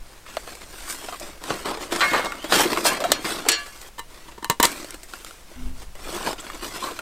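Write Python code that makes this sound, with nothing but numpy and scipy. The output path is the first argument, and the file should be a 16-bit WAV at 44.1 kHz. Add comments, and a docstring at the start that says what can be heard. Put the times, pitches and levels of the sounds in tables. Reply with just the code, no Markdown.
"""First a short puff of wind and a soft rustle: gloved hands bring dry sticks and push them into a steel
barrel. Bark scrapes (many tiny noise grains), sticks knock and snap (fading tones and noise bursts), and the
barrel rings (many fading tones). Then a knife scrapes a fire steel over crumpled paper, with a few crackles;
a gust (rumbling noise) brushes the microphone and the kindling is rustled. Outdoors, close, no echo."""
import sys
import numpy as np
from scipy import signal
from scipy.fft import rfft, irfft, next_fast_len
from scipy.io import wavfile
from scipy.ndimage import uniform_filter1d

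SR = 44100
rng = np.random.default_rng(int(sys.argv[2]) if len(sys.argv) > 2 else 0)


def digitize_waveform(pressure):
    """Quantize a signal to 16-bit integers and store it at the path in sys.argv[1].

    Rows of a 2-D input are taken as channels; values are limited to [-1, 1].
    """
    field = np.atleast_2d(pressure).T
    bounded = np.clip(field, -1, 1)
    quanta = np.round(bounded * 32767).astype(np.int16)
    wavfile.write(sys.argv[1], SR, quanta)


N = 309141
TIME = np.arange(N) / SR  # seconds

# In all tables and settings, t60 is the time a sound takes to fade by 60 dB.
# Wind rumble: (frequency [Hz], relative level [dB])
RUMBLE_SPECTRUM = [(3, -20), (10, -4.5), (25, -13), (55, -18), (90, -32.5), (200, -37), (600, -69)]
# Steady outdoor hiss: (frequency [Hz], relative level [dB])
AIR_SPECTRUM = [(47, -19), (80, -8.5), (174, -18), (413, -17), (482, -15.5), (2380, -22), (6030, -25),
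                (9400, -26.5), (16000, -34)]
# Gusts on the microphone: (start [s], attack [s], hold [s], release t60 [s], level [dB])
GUST_TABLE = [(0.0, 0.0055, .02, .4, -38), (5.523, .12, 0.045, 0.51, -25.5), (5.72, 0.088, 0.32, 0.83, -38)]
# How much of the sound differs between the ears: (frequency [Hz], share [dB])
EAR_DIFFERENCE = [(60, -22), (200, -20), (2000, -21), (6000, -20), (12000, -20)]
# Strokes of the knife on the fire steel:
# (time [s], length [s], rasp [dB], blade ring [dB], squeal [dB], brightness [dB per octave])
STROKE_TABLE = [(3.980, 0.022, -41, -36.5, -60, -1.5), (3.991, 0.0047, -33, -31, -42, -.5),
                (4.281, 0.02, -50, -42, -75, -3), (4.378, 0.011, -41, -42, -75, -5),
                (4.425, 0.0044, -36.5, -35.5, -65, -3.5), (4.451, .004, -39, -35.5, -60, -1.5),
                (4.4979, 0.0032, -14, -19, -22, -2.5), (4.5992, 0.005, -13.5, -18.5, -28, -3),
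                (4.6275, 0.0043, -12, -34, -20, 1.5), (4.632, 0.025, -18, -15, -37, -1.5),
                (4.652, 0.0027, -11.5, -37, -33, 0.5)]
# Tones of the knife blade pressed on the rod: (frequency [Hz], level before brightness [dB], t60 [s])
BLADE_MODES = [(125, -18, 0.068), (208, -15, 0.11), (320, -4, 0.063), (937, 8.5, 0.097), (1030, 3, 0.11),
               (1143, 3, 0.1), (1788, 3.5, 0.093), (2053, -2.5, 0.12), (2880, -5.5, 0.16),
               (3065, 7.5, 0.038), (3950, 2, 0.094), (7450, -27, 0.035), (8700, -3, 0.025)]
# Tone colour of the rasping steel, also used for barrel hits: (frequency [Hz], relative level [dB])
RASP_SPECTRUM = [(100, -22.5), (300, -7), (650, -9), (1000, -9), (1800, -7), (2600, -11), (3800, -8),
                 (6000, -12.5), (8000, -5), (10500, -16.5), (13000, -14.5), (14500, -33), (16000, -28)]
# Bark squeaking as it slides: (time [s], length [s], start pitch [Hz], end pitch [Hz], level [dB])
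SQUEAK_TABLE = [(1.13, 0.024, 1170, 1130, -36.5), (1.205, 0.019, 630, 620, -37.5),
                (2.37, 0.19, 2780, 3770, -45), (2.99, 0.045, 590, 660, -29.5),
                (3.033, 0.029, 646, 680, -24), (6.38, 0.027, 2800, 3420, -44.5),
                (6.397, 0.017, 7600, 7900, -39.5), (6.81, 0.11, 1010, 1210, -35)]
# Tone colour of rubbed bark and paper, also used for snaps: (frequency [Hz], relative level [dB])
RUSTLE_SPECTRUM = [(59, -39), (100, -13.5), (260, -6.5), (335, 0), (424, -6), (570, -3.5), (784, -4.5),
                   (1030, -2.5), (1330, -3), (4200, -9), (6290, -10), (8110, -5), (10500, -15),
                   (14700, -12.5), (16000, -83)]
# Rubs of sticks, paper and gloves: sticks are brought in, pushed into the pile and pressed down by the palm;
# later the hands work in the paper and shift the kindling.
# (start [s], attack [s], hold [s], release t60 [s], base level [dB], brightness [dB], piece's pitch [Hz])
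RUB_TABLE = [(0.0, .09, 0.018, 1.8, -55.5, 1, 890), (0.24, 0.068, 0.24, 1.8, -47.5, 2, 670),
             (0.606, 0.24, 0.26, 0.81, -42.5, 3, 1010), (0.858, 0.048, 0.012, 0.19, -39, 10.5, 950),
             (1.195, 0.021, 0.077, 0.42, -42.5, -0.5, 585), (1.395, 0.067, .14, 0.3, -38.5, -0.5, 1370),
             (1.47, 0.027, 0.015, 0.31, -34.5, -7.5, 1450), (1.641, 0.019, 0.05, 0.32, -34, -4, 980),
             (1.784, 0.033, 0.02, 0.42, -37, -1.5, 554), (1.902, 0.024, 0.018, 0.3, -30.5, -0.5, 340),
             (1.964, 0.033, 0.09, 0.25, -32, 0, 1180), (2.103, 0.02, 0.051, 0.97, -33.5, -3, 1460),
             (2.235, .015, .012, .1, -37.5, -10, 575), (2.36, 0.13, 0.059, 0.42, -40.5, 0.5, 720),
             (2.488, 0.056, 0.073, 0.15, -21.5, 1, 870), (2.619, 0.024, 0.17, 0.28, -32.5, -2, 385),
             (2.834, 0.032, 0.0088, 0.11, -20.5, 5.5, 580), (2.886, 0.023, .045, .25, -31, -3, 630),
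             (2.994, 0.031, 0.091, 0.87, -37, -4, 704), (3.197, 0.087, 0.014, 0.43, -30, 1, 1300),
             (3.326, .04, 0.14, .15, -41.5, -2.5, 312), (3.502, .1, 0.285, 0.027, -48.5, 4, 920),
             (4.075, 0.026, 0.19, .3, -52.5, 0, 985), (4.65, .01, 0.1, 1.02, -40.5, 1.5, 296),
             (5.068, 0.032, 0.18, 0.87, -49, 3.5, 1320), (5.456, 0.027, 0.2, 0.39, -53.5, -1, 300),
             (5.732, 0.048, 0.053, 0.2, -50, 2.5, 1050), (5.941, .22, 0.0085, 0.56, -34, -1, 1300),
             (6.167, .12, 0.024, 0.14, -32.5, -1.5, 880), (6.346, 0.053, 0.18, 0.34, -44, -0.5, 1340),
             (6.61, 0.026, 0.039, 0.24, -37, 1.5, 1220), (6.69, 0.069, 0.013, 0.13, -36, 0, 1030),
             (6.78, 0.034, 0.089, 0.17, -37, 0, 1030), (6.916, 0.033, 0.029, .3, -44, 0, 1300)]
# Stick knocks and crackles: (time [s], stick pitch [Hz], base level [dB], hardness [dB], base t60 [s])
KNOCK_TABLE = [(0.2636, 1280, -45.5, -4, 0.025), (0.3689, 656, -27, -5.5, 0.019),
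               (0.475, 704, -38, -2.5, 0.024), (0.5522, 495, -39, 3.5, .04),
               (1.0853, 735, -40.5, -11.5, 0.03), (1.1248, 707, -37, -5, 0.06),
               (1.1987, 1210, -40, 11.5, .05), (1.4386, 1001, -33.5, 3, 0.03),
               (1.5037, 1450, -31, -6, 0.021), (1.6568, 382, -29, -2, 0.049),
               (1.7724, 445, -35.5, -3, 0.078), (1.921, 343, -26, -1.5, 0.082),
               (2.1945, 624, -28, -5, 0.022), (2.2476, 545, -30, 1, .05),
               (2.3202, 1385, -31.5, -3.5, 0.035), (2.4419, 320, -31, -4.5, 0.081),
               (2.597, 855, -19, -1.5, .082), (2.731, 1020, -24, -1.5, 0.021),
               (2.773, 1120, -23, -3.5, 0.035), (2.915, 1046, -29, -4, 0.085), (3.0031, 610, -29, 0, 0.11),
               (3.0398, 718, -23.5, -2.5, .093), (3.1182, 598, -11, 4.5, 0.02),
               (3.4524, 721, -41, -10, .05), (3.463, 440, -32, -7, 0.061), (3.8148, 419, -42, 7.5, .04),
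               (4.445, 979, -26.5, 2, 0.012), (4.7167, 290, -35.5, 8, 0.03),
               (4.8449, 296, -35, -0.5, 0.023), (4.9071, 322, -39.5, 12, 0.013),
               (4.943, 298, -35.5, 3, .039), (5.032, 356, -40, 7, 0.07), (5.1361, 1420, -33.5, -2, 0.021),
               (5.2472, 1320, -35.5, 3.5, 0.0092), (5.309, 1390, -40.5, -1, .015),
               (5.9528, 587, -42, 1.5, .05), (6.3303, 423, -32, 0.5, 0.027), (6.5002, 1190, -37, -5, .023),
               (6.99, 1415, -29.5, -1, .028)]
# Bending tones of a stick: (multiple of its pitch [ratio], relative level [dB], share of base t60 [ratio])
STICK_MODES = [(1, 0, 1), (1.85, -4, .8), (3.4, -13, .6)]
# Sticks hitting the barrel: (time [s], base level [dB], centre of the blow [Hz], spread [octaves],
# chatter t60 [s], ring beside the contact [dB], place from wall to rim [0 to 1])
BLOW_TABLE = [(2.0066, -17, 1690, 1.02, 0.11, 10, 0.11), (2.133, -16.5, 910, 0.99, 0.32, -0.5, 0.25),
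              (2.523, -11.5, 900, 1.57, 0.036, -1, 0.78), (2.852, -17, 815, 0.62, 0.092, 6, 0.62),
              (3.118, -15.5, 3920, 0.6, 0.038, -4, 0.91), (3.4865, -8.5, 5200, 2.15, 0.046, -2, 1),
              (3.5175, -17.5, 4930, 1.2, 0.03, 5, 0.89)]
# Tones of the steel barrel: (frequency [Hz], struck on wall [dB], struck on rim [dB], t60 [s])
BARREL_MODES = [(325, -8, -4, .12), (450, -12, -5, .15), (557, -9, -18, .3), (689, -11, -18, .5),
                (1036, -9, -22, .4), (1157, 0, -13, .65), (1444, -5, -22, .6), (1563, -2, -8, .4),
                (1696, -7, -5, .48), (1834, -4, -20, .45), (2009, -5, -18, .3), (2158, 0, -20, .7),
                (2322, -11, -7, .35), (2452, -11, -6, .3), (2699, -6, -4, .25), (2780, -20, -6, .38),
                (2942, -18, -2, .26), (3207, -17, -1, .38), (3435, -20, -4, .18), (3634, -20, -7, .24),
                (3950, -2, -6, .12), (4078, -8, -10, .3), (4294, -12, 6, .23), (4387, -15, 1, .23),
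                (4717, -16, -7, .27), (5141, -24, -6, .2), (5690, -28, 4, .16), (6870, -30, 4, .15),
                (7258, -30, -2, .13), (8861, -30, -4, .1)]

AIR_DB = -51.5
BREEZE_DB, BREEZE_SWAY_DB = -45.5, 2  # rumble between gusts, and how far it wanders
MOAN_HZ, MOAN_DB = 253, -38.5  # low note in the strongest gust
MOAN_SHAPE = (5.555, 0.029, 0.086, .45)  # start, attack, hold, release t60, all in s
SQUEAL_HZ, SQUEAL_WIDTH_HZ = 14300, 1100  # the blade's edge as it bites
ATTACK_POWER = 1.12  # an attack grows as this power of time
SCRAPE_DB, GRIT_DB, FIZZ_DB = 1.26, 0.27, -4  # low, middle and high parts of a rub of neutral brightness
JERKS_PER_S, JERK_T60 = 45, 0.067  # a rubbed piece catches and lets go
JERK_DB = 1  # beside the smooth sliding, before each jerk's random strength
CLACK_DB, SNAP_DB = -4.5, -7.5  # beside the thud; hardness weakens the thud and strengthens the snap
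TICKS_PER_S, TICK_HZ, TICK_T60 = 14, (320, 1345), .03  # twigs flick loose from the pile
TICK_DB, TICK_SPREAD_DB = -3, 3.5  # beside the rub's grit
TWIN_SPLIT_HZ, TWIN_DB = 7.04, -1  # the barrel is not quite round: each tone beats with a weaker twin
EDGE_HZ = 16000  # top of the final sound


def amp(db):
    """Turns decibels into gain."""
    return 10 ** (np.asarray(db) / 20)


def unit(x, size=None):
    """Scales to an rms of 1, judged on the first size samples."""
    return x / np.sqrt(np.mean(x[:size] ** 2) + 1e-20)


def add(mix, s, sound):
    """Lays a sound into the mix at time s."""
    part = mix[round(s * SR):][:len(sound)]
    part += sound[:len(part)]


def colour(x, spectrum):
    """Makes each frequency louder or softer, following (Hz, dB) points."""
    hz, db = np.transpose(spectrum)
    size = next_fast_len(len(x) + 1024)
    f = np.fft.rfftfreq(size, 1 / SR)
    gain = amp(np.interp(np.log(f + 1), np.log(hz), db))
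    return irfft(rfft(x, size) * gain, size)[:len(x)]


def bandpass(x, order, edges):
    """Keeps the frequencies between two edges in Hz."""
    return signal.sosfilt(signal.butter(order, edges, "band", fs=SR, output="sos"), x)


def register(x, index):
    """Keeps the low, middle or high register."""
    return bandpass(x, 4, [(65, 1300), (1300, 5000), (5000, 17000)][index])


def burst(t, t60):
    """Noise that dies away."""
    return rng.standard_normal(len(t)) * amp(-60 * t / t60)


def ring(t, modes):
    """Fading sine tones from rows of (Hz, dB, t60)."""
    return sum(amp(db - 60 * t / t60) * np.sin(2 * np.pi * (hz * t + rng.random()))
               for hz, db, t60 in modes)


def resonate(x, hz, width):
    """Strengthens a narrow band that follows the curve hz: shift it to zero, smooth, shift back."""
    turn = np.exp(2j * np.pi * np.cumsum(hz) / SR)
    r = np.exp(-np.pi * width / SR)
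    return (turn * signal.lfilter([1 - r], [1, -r], x / turn)).real


def envelope(start, attack, hold, release):
    """Gain that swells, holds and dies away."""
    t = TIME[::32] - start  # a coarse curve, filled in below
    rise = np.clip(t / attack, 0, 1) ** ATTACK_POWER
    fall = amp(-60 * np.clip((t - attack - hold) / release, 0, 2))
    return np.interp(TIME - start, t, rise * fall)


def smooth_noise(first, second):
    """Slow random drift: noise averaged twice, over the given numbers of samples."""
    return unit(uniform_filter1d(uniform_filter1d(rng.standard_normal(N), first), second))


def outdoors():
    """A swaying breeze with gusts, a soft low note in the strongest, and a faint steady hiss."""
    rumble = unit(colour(rng.standard_normal(N), RUMBLE_SPECTRUM))
    rumble /= np.sqrt(uniform_filter1d(rumble ** 2, 9000) + 0.044)  # even out its own swells
    breeze = amp(BREEZE_DB + BREEZE_SWAY_DB * smooth_noise(6000, 3000))
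    gust_power = sum((amp(db) * envelope(*shape)) ** 2 for *shape, db in GUST_TABLE)
    wind = rumble * np.sqrt(breeze ** 2 + gust_power)
    waver = unit(uniform_filter1d(rng.standard_normal(N), 900))
    moan_hz = MOAN_HZ * (1 + 0.0171 * waver)
    moan = np.sin(2 * np.pi * np.cumsum(moan_hz) / SR) * amp(MOAN_DB) * envelope(*MOAN_SHAPE)
    hiss = amp(AIR_DB) * unit(colour(rng.standard_normal(N), AIR_SPECTRUM))
    return wind + moan + hiss


def stroke(length, rasp_db, ring_db, squeal_db, tilt_db):
    """The blade bites with a squeal, tears grains off the rod and rings; a lower tilt dulls rasp and ring."""
    t = np.arange(9000) / SR
    after, size = np.maximum(t - length, 0), int(length * SR) + 20
    bite = (1 - np.exp(-t / 0.00066)) * amp(-60 * after / 0.0044)
    pressure = bite + 0.34 * (1 - np.exp(-t / 0.00058)) * amp(-60 * after / 0.11)
    roughness = unit(uniform_filter1d(rng.standard_normal(len(t)), 30))
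    grains = rng.standard_normal(len(t)) * amp(1.3 * roughness)
    tilted = [(hz, db + tilt_db * np.log2(hz)) for hz, db in RASP_SPECTRUM]
    rasp = unit(colour(grains * pressure, tilted), size=size)
    edge_hz = np.full(len(t), SQUEAL_HZ)
    squeal = resonate(grains * bite, edge_hz, SQUEAL_WIDTH_HZ)
    squeal = unit(resonate(squeal, edge_hz, SQUEAL_WIDTH_HZ), size=size)
    modes = [(hz, db + 1.17 * tilt_db * np.log2(hz), t60) for hz, db, t60 in BLADE_MODES]
    blade = ring(t, modes) * (1 - np.exp(-(t / 0.0024) ** 2))
    return amp(rasp_db) * rasp + amp(squeal_db) * squeal + amp(ring_db) * unit(blade, size=400)


def squeak(length, start_hz, end_hz, db):
    """Quick slips, made of noise, keep one gliding resonance of a stick singing."""
    size = int(length * SR)
    glide = np.linspace(start_hz, end_hz, size)
    tone = resonate(rng.standard_normal(size), glide, width=0.066 * start_hz)
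    tone = resonate(tone, glide, width=0.43 * start_hz)
    return amp(db) * unit(tone * signal.windows.tukey(size, .5))


def slips(per_s, spread_db, clump_db, t60, low_hz, high_hz, count=24):
    """Tiny stick-slip releases in clumps, each ringing one of many twigs or creases."""
    t, out = np.arange(2048) / SR, np.zeros(N)
    clumps = smooth_noise(400, 200)
    size = amp(spread_db * np.minimum(rng.exponential(1, N), 3.5) + clump_db * clumps)
    clicks = size * (rng.random(N) < per_s / SR) * rng.choice([-1, 1], N)
    twig = rng.integers(0, count, N)
    for k, hz in enumerate(np.geomspace(low_hz, high_hz, count)):
        tone = unit(ring(t, [(hz * rng.uniform(0.884, 1.015), 0, t60)]))
        grain = unit(burst(t, t60 * 0.93)) + 0.43 * tone
        out += signal.oaconvolve(clicks * (twig == k), grain)[:N]
    return colour(out, RUSTLE_SPECTRUM)


def wander(x, depth_db, size):
    """As the contact shifts, narrow resonances come and go."""
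    z = signal.stft(x, nperseg=1024, noverlap=768)[2]
    patches = uniform_filter1d(rng.standard_normal(z.shape), size, 0)  # across frequency
    patches = unit(uniform_filter1d(patches, 10, 1))  # across time
    return signal.istft(z * amp(depth_db * patches), nperseg=1024, noverlap=768)[1][:len(x)]


def jerks():
    """Gain of uneven sliding: sudden releases that die away."""
    kicks = (rng.random(N) < JERKS_PER_S / SR) * rng.uniform(0.23, 1.33, N)
    fading = signal.lfilter([1], [1, -amp(-60 / (JERK_T60 * SR))], kicks)
    return unit(1 + amp(JERK_DB) * fading)


def rubbing():
    """Strengths of scrape, grit and fizz over all rubs, and the pitch of the piece that scrapes loudest."""
    power = np.array([envelope(*row[:4]) for row in RUB_TABLE]) ** 2
    db, bright_db, hz = np.transpose(RUB_TABLE)[4:]
    # brightness trades scrape for fizz
    gains = amp([db + SCRAPE_DB - bright_db, db + GRIT_DB, db + FIZZ_DB + bright_db])
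    loudest = np.argmax(power.T * gains[0] ** 2, axis=1)
    return np.sqrt(gains ** 2 @ power), hz[loudest]


def rustle(gains, stick_hz):
    """Sticks rub low and sound their own pitch, bark grinds in the middle, paper and gloves fizz on top."""
    coarse = slips(per_s=1600, spread_db=1.5, clump_db=1.4, t60=0.02, low_hz=179.5, high_hz=1280)
    coarse = unit(coarse) + 0.16 * unit(resonate(coarse, stick_hz, width=120))
    fine = slips(per_s=4000, spread_db=0.0, clump_db=0.7, t60=0.0041, low_hz=1470, high_hz=10950)
    fine = wander(fine, depth_db=3.5, size=4)
    uneven = jerks()
    layers = [coarse * uneven, fine * uneven, fine * np.sqrt(uneven)]  # fizz jerks less
    return sum(unit(register(x, index=k)) * gains[k] for k, x in enumerate(layers))


def knock(hz, db, hard_db, t60):
    """A stick's bending tones, the clack of the contact and a snap of fibres."""
    t = np.arange(6000) / SR
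    modes = ring(t, [(hz * k, mode_db, t60 * share) for k, mode_db, share in STICK_MODES])
    give = 1 - np.exp(-t / 0.00029)  # bark cushions the blow
    tones = bandpass(give * modes, 2, [330, 1500])
    dull_noise = bandpass(give * burst(t, t60 * 1.9), 2, [330, 1500])
    thud = .9 * unit(tones, size=300) + .45 * unit(dull_noise, size=300)
    splinters = ring(t, [(f, 0, t60 * 1.8) for f in rng.uniform(1514, 4500, 5)])
    clack = register(burst(t, t60 * 0.2) + 0.096 * splinters, index=1)
    fibres = burst(t, t60 * 0.69) + 0.25 * burst(t, t60 * 3.0)
    snap = register(colour(fibres, RUSTLE_SPECTRUM), index=2)
    parts = [(thud, -hard_db), (clack, CLACK_DB), (snap, SNAP_DB + hard_db)]
    return sum(amp(db + part_db) * unit(x, size=300) for x, part_db in parts)


def ticks(grit):
    """Small knocks at random moments, as strong as the rubbing that frees them."""
    out = np.zeros(N)
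    for when, pitch, size, hard in rng.random((int(TICKS_PER_S * N / SR), 4)):
        hz = TICK_HZ[0] * (TICK_HZ[1] / TICK_HZ[0]) ** pitch
        tick = knock(hz, TICK_DB + TICK_SPREAD_DB * (2 * size - 1), 6 * (2 * hard - 1), TICK_T60)
        add(out, when * N / SR, grit[int(when * N)] * tick)
    return out


def barrel(db, centre_hz, octaves, chatter, ring_db, rim):
    """A chattering contact wakes the barrel's clear tones and a clang of many weaker, shorter ones."""
    t = np.arange(SR) / SR
    blow = [(hz, max(-4.3 * (np.log2(hz / centre_hz) / octaves) ** 2, -26))
            for hz in np.geomspace(60, 16000, 30)]
    contact = unit(colour(colour(burst(t, chatter), blow), RASP_SPECTRUM), size=300)
    sheet_hz = np.geomspace(300, 14000, 90) * rng.uniform(.98, 1.02, 90)
    # high tones die sooner
    sheet = ring(t[:SR // 2], [(hz, 0, 0.23 / (1 + hz / 7000)) for hz in sheet_hz])
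    sheet = np.pad(sheet, (0, len(t) - len(sheet)))
    clang = unit(colour(colour(sheet, blow), RASP_SPECTRUM), size=900)
    struck = [(hz, np.interp(rim, [0, 1], [wall_db, rim_db]), t60)
              for hz, wall_db, rim_db, t60 in BARREL_MODES]
    twins = [(hz + TWIN_SPLIT_HZ * rng.uniform(0.44, 2.04), mode_db + TWIN_DB, t60)
             for hz, mode_db, t60 in struck]
    modes = unit(ring(t, struck + twins), size=900)
    swell = 1 - np.exp(-t / 0.008)
    ringing = swell * (amp(-9.5) * clang + amp(-8.0) * modes)
    return amp(db) * (0.75 * contact + amp(ring_db) * ringing)


def scene():
    """Nearly mono: the rustle differs slightly between the ears, the hits less."""
    hits = np.zeros(N)
    sources = [(KNOCK_TABLE, knock), (BLOW_TABLE, barrel), (STROKE_TABLE, stroke), (SQUEAK_TABLE, squeak)]
    for table, source in sources:
        for s, *row in table:
            add(hits, s, source(*row))
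    gains, stick_hz = rubbing()
    pile, air = rustle(gains, stick_hz), outdoors()
    scatter = burst(np.arange(2400) / SR, 0.03)
    scatter /= np.linalg.norm(scatter)
    side = colour(signal.oaconvolve(pile + 0.23 * hits, scatter)[:N], EAR_DIFFERENCE)
    side += 0.037 * air  # the wind is slightly louder on the left
    side += amp(AIR_DB - 18.5) * unit(colour(rng.standard_normal(N), AIR_SPECTRUM))  # hiss that differs by ear
    mid = pile + hits + air + ticks(gains[1])
    return np.array([mid + side, mid - side])


def record(dry):
    """The sharpest peaks overload and are cut flat; then a steep filter takes off the very top."""
    clipped = np.clip(dry, -.95, .95)
    lowpass = signal.firwin(255, EDGE_HZ, window=("kaiser", 9), fs=SR)
    return signal.oaconvolve(clipped, lowpass[None], "same")


dry = scene()
out = record(dry)
digitize_waveform(out)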